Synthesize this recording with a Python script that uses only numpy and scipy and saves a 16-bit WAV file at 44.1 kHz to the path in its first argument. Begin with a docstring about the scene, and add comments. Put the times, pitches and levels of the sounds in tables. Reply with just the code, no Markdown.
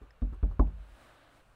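"""A desk in a small, quiet room: an acrylic stamp block is tapped three times on an ink pad.
Each tap makes the desk boom and knock; the last and hardest also clacks the pad's plastic case.
The block peels off the tacky pad between taps and ticks in the grip, then a sleeve brushes along
as the block is carried away. Faint air noise and mains hum lie underneath."""
import sys
import numpy as np
from scipy import signal
from scipy.fft import rfft, irfft
from scipy.io import wavfile

SR = 44100
rng = np.random.default_rng(int(sys.argv[2]) if len(sys.argv) > 2 else 0)


def digitize_waveform(pressure):
    """Quantize a signal to 16-bit integers and store it at the path in sys.argv[1].

    Rows of a 2-D input are taken as channels; values are limited to [-1, 1].
    """
    field = np.atleast_2d(pressure).T
    bounded = np.clip(field, -1, 1)
    quanta = np.round(bounded * 32767).astype(np.int16)
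    wavfile.write(sys.argv[1], SR, quanta)


N = 68355
T = np.arange(N) / SR

# The block hits the pad; the first tap lands in two stages and takes two rows:
# start_s, boom_db, knock_db, brightness_hz, block_db, case_db
BLOCK_TAPS = [(0.2208, -24, -40.5, 388, -44, -70), (0.244, -36.5, -46, 226.4, -69, -74),
              (0.4302, -19.5, -38, 450, -41, -48), (0.5953, -16, -30.5, 890, -33.5, -23.5)]
# The block pulls free of the ink: start_s, length_s, smack_db, boom_db
BLOCK_PEELS = [(0.013, 0.031, -54.5, -46.5), (0.323, 0.022, -51.5, -35), (0.507, 0.015, -52, -30.5),
               (0.67, 0.012, -52, -37.5)]


def from_db(db):
    """Decibels to gain."""
    return 10 ** (np.asarray(db) / 20)


def butter(x, hz, kind, order=2):
    """Butterworth low- or high-pass."""
    return signal.sosfilt(signal.butter(order, hz, kind, fs=SR, output="sos"), x + 1e-18)


def click(start_s):
    """A one-sample impulse of height 1."""
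    return 1.0 * (np.arange(N) == int(start_s * SR))


def decay(start_s, t60_s):
    """An envelope that jumps to 1, then falls 60 dB in t60_s."""
    return (T >= start_s) * np.exp(-np.log(1000) * np.maximum(T - start_s, 0) / t60_s)


def noise(spectrum):
    """Noise at rms 1, coloured by (freq_hz, level_db) points on a log-frequency axis."""
    freq_hz, level_db = np.transpose(spectrum)
    bin_hz = np.arange(N // 2 + 1) * SR / N
    colour_db = np.interp(np.log(np.maximum(bin_hz, 1)), np.log(freq_hz), level_db)
    coloured = irfft(rfft(rng.standard_normal(N)) * from_db(colour_db), N)
    return coloured / coloured.std()


def ring(force, pitch_hz, t60_s):
    """One resonance: a unit click sets off a dying sine of height 1."""
    radius = np.exp(-np.log(1000) / (t60_s * SR))
    angle = 2 * np.pi * pitch_hz / SR
    return signal.lfilter([0, np.sin(angle)], [1, -2 * radius * np.cos(angle), radius ** 2], force + 1e-18)


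def strike(start_s, modes, spread_db=3):
    """A blow rings modes of alternating sign, in a slightly different balance every time."""
    ringing = 0
    for k, (pitch_hz, level_db, t60_s) in enumerate(modes):
        gain = from_db(level_db + spread_db * rng.standard_normal())
        ringing += (-1) ** k * gain * ring(click(start_s), pitch_hz, t60_s)
    return ringing


def room_tone(air_db=-64.5, hum_db=-71.5, hum_hz=120):
    """A bed of faint air noise and mains hum."""
    # Dark colour of the still air: freq_hz, level_db
    air_spectrum = [(25, 7), (55, 6.5), (120, 0.5), (200, -5), (350, -12), (530, -2), (650, -5), (950, -7),
                    (1200, -5), (1550, -7), (2000, -15), (2750, -13), (3300, -19.5), (4100, -21),
                    (5000, -30), (8000, -30.5), (15500, -37.5)]
    return from_db(air_db) * noise(air_spectrum) + from_db(hum_db) * np.sin(2 * np.pi * hum_hz * T)


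def sleeve_brush():
    """Cloth slides along the desk edge, with more hiss when the arm moves fast."""
    # Level curves of the arm's sweep: time_s, rub_db, hiss_db
    sweep = [(0.681, -87.5, -90), (0.8, -67.5, -81.5), (0.9, -66, -76), (1.028, -59.5, -71),
             (1.152, -61.5, -76.5), (1.27, -63, -80.5), (1.365, -65.5, -74), (1.41, -65.5, -78.5),
             (1.44, -106, -81), (1.55, -102, -81.5)]
    # Midrange body of the rubbing cloth: freq_hz, level_db
    rub_spectrum = [(120, -21), (280, 7), (420, -2.5), (620, 7), (900, -0.5), (1200, 2), (1600, 1),
                    (2400, -7), (4000, -10), (5200, -22), (9000, -35.5)]
    # Its treble hiss: freq_hz, level_db
    hiss_spectrum = [(3000, 1), (5000, 2.5), (6600, -0.5), (8000, 3), (9500, 2.5), (11500, -6),
                     (15500, -5.5)]
    time_s, rub_db, hiss_db = np.transpose(sweep)
    rub = from_db(np.interp(T, time_s, rub_db)) * noise(rub_spectrum)
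    hiss = from_db(np.interp(T, time_s, hiss_db)) * noise(hiss_spectrum)
    return (T > time_s[0]) * (rub + hiss)


def grip_ticks(t60_s=0.016):
    """The plastic ticks as the grip shifts."""
    # Tiny plastic pings: start_s, pitch_hz, level_db
    ticks = [(0.1068, 1850, -51.5), (0.1075, 5200, -58), (0.3463, 8340, -68), (0.6707, 2640, -62)]
    return sum(from_db(level_db) * ring(click(start_s), pitch_hz, t60_s)
               for start_s, pitch_hz, level_db in ticks)


def ink_peels(attack_s=0.0056, t60_s=0.16):
    """Tacky ink lets go with a soft smack that starts to fade halfway through the peel."""
    # Dull colour of the smack: freq_hz, level_db
    smack_spectrum = [(100, 0), (350, 13.5), (600, -3.5), (1200, -1), (1800, -15.5), (4000, -27.5),
                      (12000, -38)]
    envelope = 0
    for start_s, length_s, smack_db, _ in BLOCK_PEELS:
        attack = np.clip((T - start_s) / attack_s, 0, 1)
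        release = np.exp(-np.log(1000) * np.maximum(T - start_s - length_s / 2, 0) / t60_s)
        envelope += from_db(smack_db) * attack * release
    return envelope * noise(smack_spectrum)


def desk_boom(lead_s=0.0025, nudge_cutoff_hz=53.6, low_cut_hz=38, high_cut_hz=158):
    """Taps push the desk top down, peels and soft nudges tug at it; it sways deeply."""
    # Bass modes of the desk top: pitch_hz, level_db, t60_s
    sway_modes = [(47.9, 5, 0.18), (49.56, -12, 0.84), (62.07, -8, 0.41), (82.45, -19, 0.57)]
    # The hand bumps the desk: start_s, boom_db
    hand_nudges = [(0.086, -56.5), (0.785, -40), (0.909, -44.5), (1.473, -59)]
    pushes = sum(from_db(boom_db) * click(start_s - lead_s) for start_s, boom_db, *_ in BLOCK_TAPS)
    tugs = sum(from_db(boom_db) * click(start_s) for start_s, *_, boom_db in BLOCK_PEELS)
    nudges = sum(from_db(boom_db) * click(start_s) for start_s, boom_db in hand_nudges)
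    force = tugs + butter(nudges, nudge_cutoff_hz, "low") - pushes
    sway = sum(from_db(level_db) * ring(force, pitch_hz, t60_s) for pitch_hz, level_db, t60_s in sway_modes)
    sway = butter(sway, low_cut_hz, "high", order=3)
    return butter(sway, high_cut_hz, "low", order=1)


def desk_knock(shudder_db=-0.5, shudder_t60_s=0.19):
    """Strong modes over a dense shudder; the pad cushions each blow, and harder taps are brighter."""
    # Higher modes of the desk with the pad on it: pitch_hz, level_db, t60_s
    knock_modes = [(144.5, -2.5, 0.38), (194.4, -13.5, 0.53), (242.2, -1.5, 0.19), (285.9, 2, 0.12),
                   (334.6, -8.5, 0.15), (394, 1, 0.044), (420.2, -0.5, 0.1), (515.4, -2.5, 0.077),
                   (604, -5.5, 0.12), (622, -9.5, 0.19), (696, -3.5, 0.08), (853, -9.5, 0.17)]
    # Dense ringing of the desk and the things on it: freq_hz, level_db
    shudder_spectrum = [(100, -12), (200, 10), (300, -2), (500, -4.5), (800, 0), (1200, -12.5),
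                        (1600, -21.5), (4000, -30)]
    knocks = 0
    for start_s, _, knock_db, brightness_hz, *_ in BLOCK_TAPS:
        shudder = from_db(shudder_db) * decay(start_s, shudder_t60_s) * noise(shudder_spectrum)
        blow = strike(start_s, knock_modes) + shudder
        knocks += from_db(knock_db) * butter(blow, brightness_hz, "low")
    return knocks


def stamp_clack(crack_t60_s=0.037, high_cut_hz=5370):
    """The block cracks and rings briefly on contact; the plastic case answers with a hollow clack."""
    # Noise burst of the contact: freq_hz, level_db
    crack_spectrum = [(300, 13), (1200, 12.5), (2300, -12), (3000, -19), (3700, -14), (5500, -36),
                      (9000, -17.5), (15000, -36.5)]
    # Acrylic block, damped by the fingers: pitch_hz, level_db, t60_s
    block_modes = [(2294, -20.5, 0.018), (3610, -23, 0.017)]
    # The pad's plastic case: pitch_hz, level_db, t60_s
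    case_modes = [(685, -8.5, 0.015), (1034, -4, 0.038), (1146, -3, 0.046), (1249, -6, 0.02),
                  (1714, -16, 0.01), (2166, -23.5, 0.024)]
    clacks = 0
    for start_s, *_, block_db, case_db in BLOCK_TAPS:
        crack = noise(crack_spectrum) * decay(start_s, crack_t60_s)
        clacks += from_db(block_db) * (crack + strike(start_s, block_modes))
        clacks += from_db(case_db) * strike(start_s, case_modes)
    return butter(clacks, high_cut_hz, "low", order=3)


def scene():
    """Taps, handling sounds and room tone, mixed in mono."""
    taps = desk_boom() + desk_knock() + stamp_clack()
    handling = grip_ticks() + ink_peels() + sleeve_brush()
    return (taps + handling + room_tone())[None]


def record(dry):
    """A steep low-pass trims the highest treble."""
    cutoff_hz = 15700
    return signal.sosfilt(signal.ellip(10, .1, 70, cutoff_hz, fs=SR, output="sos"), dry)


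dry = scene()
out = record(dry)
digitize_waveform(out)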